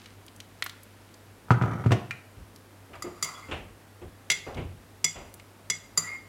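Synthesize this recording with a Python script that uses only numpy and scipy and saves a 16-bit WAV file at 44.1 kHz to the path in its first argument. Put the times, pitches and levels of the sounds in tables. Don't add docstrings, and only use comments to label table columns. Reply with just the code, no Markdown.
import sys
import numpy as np
from scipy import signal
from scipy.fft import rfft, irfft
from scipy.io import wavfile

SR = 44100
rng = np.random.default_rng(int(sys.argv[2]) if len(sys.argv) > 2 else 0)


def wav_record(signal):
    frames = np.transpose(np.atleast_2d(signal))
    bounded = np.clip(frames, -1, 1)
    quanta = np.round(bounded * 32767).astype(np.int16)
    wavfile.write(sys.argv[1], SR, quanta)


N = 276948
TIME = np.arange(N) / SR
AGE = TIME[:SR]

# f/Hz, relative level/dB, time to fall by 60 dB/s
SPOON_MODES = [(1218, -0.5, 0.035), (1996, -5.5, 0.037), (4080, -35, 0.03), (4780, -1.5, 0.051),
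               (5180, -15, 0.038), (6160, -11, 0.048), (7030, -0.5, 0.052), (7440, -7.5, 0.069),
               (9450, -23, 0.058), (10200, -14.5, 0.02), (10970, -13.5, 0.039), (13380, -25, 0.035)]


def water(glide=0.093, bubble_t60_s=0.008, splash_q=1.0):
    # t/s, splash level/dB, tick peak level/dB, splash f/Hz
    drops = [(0.0587, -33.5, -37, 3240), (.265, -43, -33, 9000), (.281, -37, -50, 3400),
             (0.3617, -41, -43, 7800), (0.4025, -27.5, -27.5, 3530), (.6236, -13, -13.5, 2400),
             (.6407, -26, -29, 13100), (0.6632, -23.5, -19, 1680), (0.6666, -32, -22, 3200),
             (0.6956, -30.5, -26, 3750), (.8332, -40, -31.5, 11500), (1.141, -41, -42, 5440),
             (2.561, -40, -34, 5400), (4.545, -37.5, -45, 4200), (5.341, -35.5, -26, 9900),
             (5.398, -38.5, -33, 2400)]
    stream_db, stream_t60_s = -56, 0.82
    dribble_s, dribble_length_s, dribble_db = 0.491, 0.86, -63.5
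    splash_t60_s = 0.019
    bubble_ratio, bubble_db, bubble_fade_hz = 0.878, 1, 5030

    dribble = stroke(dribble_s, dribble_length_s, attack_s=0.026, sag_db=8, release_t60=0.5)
    flow = undb(stream_db - 60 * TIME / stream_t60_s) + undb(dribble_db) * dribble
    out = flow * band(grains(rate=900, spread_db=5), hz=2200, q=0.5)

    rise = glide * np.minimum(AGE, bubble_t60_s) ** 2 / (2 * bubble_t60_s)
    for s, splash_db, tick_db, hz in drops:
        tick = band(signal.unit_impulse(SR), hz, q=0.22)
        tick = tick / np.max(np.abs(tick))
        splash = band(rng.standard_normal(SR), hz, splash_q) * fade(splash_t60_s, rise_s=0.0019)
        bubble = np.sin(2 * np.pi * bubble_ratio * hz * (AGE + rise))
        bubble = bubble * fade(bubble_t60_s, rise_s=0.0001)
        trapped = undb(bubble_db) * np.exp(-(hz / bubble_fade_hz) ** 2)
        add(out, s, undb(tick_db) * tick + undb(splash_db) * (splash + trapped * bubble))
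    return out


def kettle(bass_hz=93, shell_rub_db=-6, grit_db=-12):
    # t/s, hollow body level/dB, plastic shell level/dB, clatter level/dB
    landings = [(1.485, -48, -39, -45), (1.5059, -9.5, -7.5, -19.5), (1.513, -23, -16.5, -21.5),
                (1.6137, -18, -20, -39), (1.62, -22, -41, -26), (1.637, -19, -21, -36),
                (1.840, -32, -30, -37), (1.8606, -12, -27, -30), (1.908, -16.5, -23.5, -26),
                (1.9176, -19, -35, -12)]
    # f/Hz, relative level/dB, time to fall by 60 dB/s
    body_modes = [(121.7, -4, 0.16), (146.8, -4, 0.09), (174, -4.5, 0.075), (238.4, -7, 0.1),
                  (300, -10.5, 0.059), (354, -12.5, 0.066), (422, -23, 0.14)]
    # f/Hz, relative level/dB, time to fall by 60 dB/s
    shell_modes = [(812, 1, 0.0081), (974, 3, 0.028), (1227, 7, 0.034), (1287, 6.5, 0.032),
                   (1416, 3, 0.032), (1560, -25, 0.016), (1650, -13, 0.024)]
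    # f/Hz, relative level/dB
    clatter_colour = [(150, 1.5), (450, 4.5), (760, 3), (1100, -7.5), (2700, -9.5), (4000, -20.5),
                      (7000, -24.5), (15000, -46)]
    # t/s, length/s, level/dB
    judders = [(1.527, 0.031, -30.5), (1.645, 0.28, -28)]
    # f/Hz, relative level/dB, time to fall by 60 dB/s
    switch_modes = [(2404, 3, 0.065), (2510, 1, 0.07), (2540, -5, 0.053), (2670, -8, 0.055)]
    # f/Hz, relative level/dB
    snap_colour = [(700, -28), (1400, 4), (2000, 0), (2700, -1.5), (3500, -12), (7500, -17.5), (15000, -33)]

    body = ring(body_modes, tilt_db=-2, rise_s=0.00088)
    shell = ring(shell_modes, tilt_db=-12, rise_s=0.00036)

    push = np.zeros(N)
    for s, length, db in judders:
        push += undb(db) * stroke(s, length, attack_s=0.003, sag_db=40, release_t60=0.2)
    hardness = push / np.max(push)
    body_rub = rub(body, rate=300, spread_db=3)
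    shell_rub = rub(shell, rate=250, spread_db=3)
    grit = rub(noise(clatter_colour, SR) * fade(t60=0.012, rise_s=0.0003), rate=350, spread_db=4)
    out = push * (body_rub + undb(shell_rub_db) * hardness * shell_rub + undb(grit_db) * grit)

    for s, body_db, shell_db, clatter_db in landings:
        clatter = noise(clatter_colour, SR) * fade(t60=0.063, rise_s=0.0013)
        add(out, s, undb(body_db) * body + undb(shell_db) * shell + undb(clatter_db) * clatter)

    seat_rattle = noise(clatter_colour, SR) * fade(t60=0.27, rise_s=0.001)
    add(out, 1.937, undb(-23) * body + undb(-33.5) * seat_rattle)

    snap = noise(snap_colour, SR) * fade(t60=0.033, rise_s=0.00037)
    switch_ring = ring(switch_modes, tilt_db=0, rise_s=0.00067)
    add(out, 2.1085, undb(-26.5) * snap + undb(-31.3) * switch_ring)
    return high_pass(out, bass_hz, order=4)


def clinks():
    # t/s, mug level/dB, spoon level/dB, crack level/dB, ring tilt/dB per octave
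    touches = [(2.953, -63, -38, -60, -9), (3.0225, -45, -26, -36, -4), (3.226, -26.5, -19, -25, 0.5),
               (3.243, -33, -30, -33, 10), (3.288, -46, -32.5, -56, -3), (4.3007, -17, -40, -16.5, -5),
               (4.3153, -22, -33, -20.5, 0), (5.043, -14, -22.5, -22.5, 3), (5.6997, -18, -29, -24.5, .5),
               (5.975, -34, -11.5, -26, 3.5)]
    # f/Hz, relative level/dB, time to fall by 60 dB/s
    mug_modes = [(2015, -6, 0.12), (2106, -5.5, 0.18), (2157, -6.5, 0.19), (3412, -5.5, 0.11),
                 (4860, 0.5, 0.055), (4950, -12, 0.091), (5915, 5, 0.052), (5850, -5, 0.041),
                 (6780, 0.5, 0.048), (7000, -5.5, 0.084), (7650, 0.5, 0.038), (7630, -4, 0.068),
                 (9750, -12, .035), (9900, -17, 0.032), (12500, -13, .03)]
    # f/Hz, relative level/dB
    crack_colour = [(200, -20.5), (1200, -9.5), (2600, 4), (4500, 2.5), (7400, 2.5), (8500, -6.5),
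                    (10800, 0), (12000, -11.5), (16000, -14)]
    # f/Hz, relative level/dB, time to fall by 60 dB/s
    worktop_modes = [(160.7, -5.5, 0.26), (235, -19, 0.17), (422, -14, 0.1), (633, -10.5, 0.032),
                     (1027, -19.5, 0.075)]
    thump_db = -21
    china_tilt_db, steel_tilt_db = -2.5, 5
    china_t60_s, steel_t60_s = 0.037, 0.049

    out = np.zeros(N)
    thump = high_pass(ring(worktop_modes, tilt_db=3, rise_s=0.002), hz=110)
    for s, mug_db, spoon_db, crack_db, tilt_db in touches:
        strength = np.hypot(undb(mug_db), undb(spoon_db))
        steel_share = (undb(spoon_db) / strength) ** 2
        crack_tilt_db = china_tilt_db + steel_share * (steel_tilt_db - china_tilt_db)
        crack_t60_s = china_t60_s + steel_share * (steel_t60_s - china_t60_s)
        colour = [(hz, db + crack_tilt_db * np.log2(hz)) for hz, db in crack_colour]
        crack = noise(colour, SR) * fade(crack_t60_s, rise_s=0.00032)
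        mug = ring(mug_modes, tilt_db, rise_s=0.0013)
        spoon = ring(SPOON_MODES, tilt_db, rise_s=0.0011)
        ringing = undb(mug_db) * mug + undb(spoon_db) * spoon
        add(out, s, ringing + undb(crack_db) * crack + undb(thump_db) * strength * thump)
    return out


def scrape(grit_db=-10, damping=0.42, wobble_rad=0.35, flutter_db=3.5):
    # t/s, length/s, level/dB, sag/dB per s (negative swells)
    drags = [(3.035, 0.24, -61, -32), (3.247, 0.27, -43, 51), (5.968, 0.19, -40.5, 72)]
    # t/s, length/s, level/dB, f/Hz
    squeals = [(3.347, .012, -50.5, 3375), (3.423, 0.027, -51.5, 2100), (6.033, .03, -41.5, 1954),
               (6.069, 0.091, -39, 2130)]

    rasp = np.zeros(N)
    for s, length, db, sag in drags:
        rasp += undb(db) * stroke(s, length, attack_s=0.0042, sag_db=sag, release_t60=0.082)
    pressed = [(hz, db, t60 * damping) for hz, db, t60 in SPOON_MODES]
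    spoon = rub(ring(pressed, tilt_db=-6, rise_s=0.000071), rate=600, spread_db=0.5)
    grit = band(grains(rate=1500, spread_db=4), hz=1750, q=0.12)
    out = rasp * (spoon + undb(grit_db) * grit)

    jolt = band(rng.standard_normal(N), hz=45, q=0.31)
    grip = band(rng.standard_normal(N), hz=45, q=0.31)
    for s, length, db, hz in squeals:
        song = unit(np.sin(2 * np.pi * hz * TIME + wobble_rad * jolt) * undb(flutter_db * grip))
        out += undb(db) * song * stroke(s, length, attack_s=0.0029, sag_db=22, release_t60=0.16)
    return out


def knocks():
    blows = [(2.366, -41, -70, -75, 241, -64, 0.43), (2.891, -49, -53, -78, 306, -72, 1),
             (2.933, -56, -43.5, -52, 774, -48, .27), (3.042, -60, -35.5, -35, 353.5, -56, 0.35),
             (3.484, -38.5, -41, -70, 296, -51, 0.7), (3.512, -34.5, -33.5, -42, 459.5, -34, .36),
             (4.016, -35, -41.5, -44.5, 348.5, -57, 0.27), (4.464, -42, -35.5, -49, 446, -57, 0.55),
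             (4.551, -30.5, -36.5, -33.5, 88.7, -56, .61), (4.57, -37, -35.5, -42, 342, -41.5, .33),
             (5.154, -42.5, -42.5, -60, 540, -50, 0.62)]
    # f/Hz, relative level/dB
    rattle_colour = [(900, 0), (1500, 2), (2700, 7.5), (3400, -0.5), (4500, -15), (9000, -21), (15000, -52)]

    out = np.zeros(N)
    for s, boom_db, body_db, note_db, hz, rattle_db, t60 in blows:
        boom = band(rng.standard_normal(SR), hz=63.4, q=0.64) * fade(t60, rise_s=0.0072)
        body = band(rng.standard_normal(SR), hz, q=0.68)
        note = unit(np.sin(2 * np.pi * hz * AGE))
        wood = (undb(body_db) * body + undb(note_db) * note) * fade(t60, rise_s=0.0042)
        rattle = noise(rattle_colour, SR) * fade(t60, rise_s=0.00033)
        add(out, s, undb(boom_db) * boom + wood + undb(rattle_db) * rattle)
    return out


def background(hum_hz=98.9, hum_db=-57, waver_db=2.5, air_db=-54.5):
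    # f/Hz, relative level/dB
    air_colour = [(20, -33), (45, 5), (75, -6.5), (140, -2), (230, 2.5), (400, -1.5), (800, -5.5),
                  (1600, -9), (3200, -16), (6400, -20.5), (12000, -20.5), (16000, -28)]
    waver = band(rng.standard_normal(N), hz=3.63, q=0.75)
    hum = unit(np.sin(2 * np.pi * hum_hz * TIME)) * undb(hum_db + waver_db * waver)
    return hum + undb(air_db) * noise(air_colour, N)


def kitchen(x, room_db, wall_db, wall_s=0.0029):
    hiss = rng.standard_normal(SR)
    low = signal.lfilter(*signal.butter(1, 3000, fs=SR), hiss)
    tail = low * fade(t60=0.52, rise_s=0.0005) + (hiss - low) * fade(t60=0.3, rise_s=0.0016)
    response = undb(room_db) * tail / np.sqrt(np.sum(tail ** 2))
    response[int(wall_s * SR)] += undb(wall_db)
    return x + signal.fftconvolve(x, response)[:N]


def undb(db):
    return 10 ** (np.asarray(db) / 20)


def unit(x):
    return x / np.sqrt(np.mean(x ** 2))


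def add(track, s, sound):
    start = int(s * SR)
    track[start:start + len(sound)] += sound[:N - start]


def noise(spectrum, size):
    hz, db = np.transpose(spectrum)
    bins = np.maximum(np.fft.rfftfreq(size, 1 / SR), 1)
    gain = undb(np.interp(np.log(bins), np.log(hz), db))
    return unit(irfft(rfft(rng.standard_normal(size)) * gain, size))


def band(x, hz, q):
    angle = 2 * np.pi * min(hz, 0.4 * SR) / SR
    loss = np.sin(angle) / (2 * q)
    b = [loss, 0, -loss]
    a = [1 + loss, -2 * np.cos(angle), 1 - loss]
    once = signal.lfilter(b, a, x)
    return unit(signal.lfilter(b, a, once))


def high_pass(x, hz, order=2):
    return signal.sosfilt(signal.butter(order, hz, "high", fs=SR, output="sos"), x)


def fade(t60, rise_s):
    return undb(-60 * AGE / t60) * (1 - np.exp(-AGE / rise_s))


def stroke(s, length, attack_s, sag_db, release_t60):
    age = np.maximum(TIME - s, 0)
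    held = np.minimum(age, length)
    return (1 - np.exp(-age / attack_s)) * undb(-sag_db * held - 60 * (age - held) / release_t60)


def ring(modes, tilt_db, rise_s):
    hz, db, t60 = np.transpose(modes)
    size = undb(db + tilt_db * np.log2(hz / hz[0]))
    size = size / np.sqrt(np.sum(size ** 2) / 2)
    return sum(a * np.sin(2 * np.pi * f * AGE) * fade(t, rise_s) for f, a, t in zip(hz, size, t60))


def grains(rate, spread_db):
    hits = rng.random(N) < rate / SR
    return hits * rng.choice([-1, 1], N) * undb(spread_db * rng.standard_normal(N))


def rub(response, rate, spread_db):
    return unit(signal.fftconvolve(grains(rate, spread_db), response)[:N])


def scene():
    pouring = kitchen(water(), room_db=-12, wall_db=-31)
    setting_down = kitchen(kettle(), room_db=-9, wall_db=-23)
    stirring = kitchen(clinks() + scrape(), room_db=-9, wall_db=-10.5)
    return (pouring + setting_down + stirring + knocks() + background())[None]


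def record(dry):
    treble_cut = signal.ellip(10, 0.2, 80, 15900, fs=SR, output="sos")
    return signal.sosfilt(treble_cut, high_pass(dry, hz=28))


dry = scene()
out = record(dry)
wav_record(out)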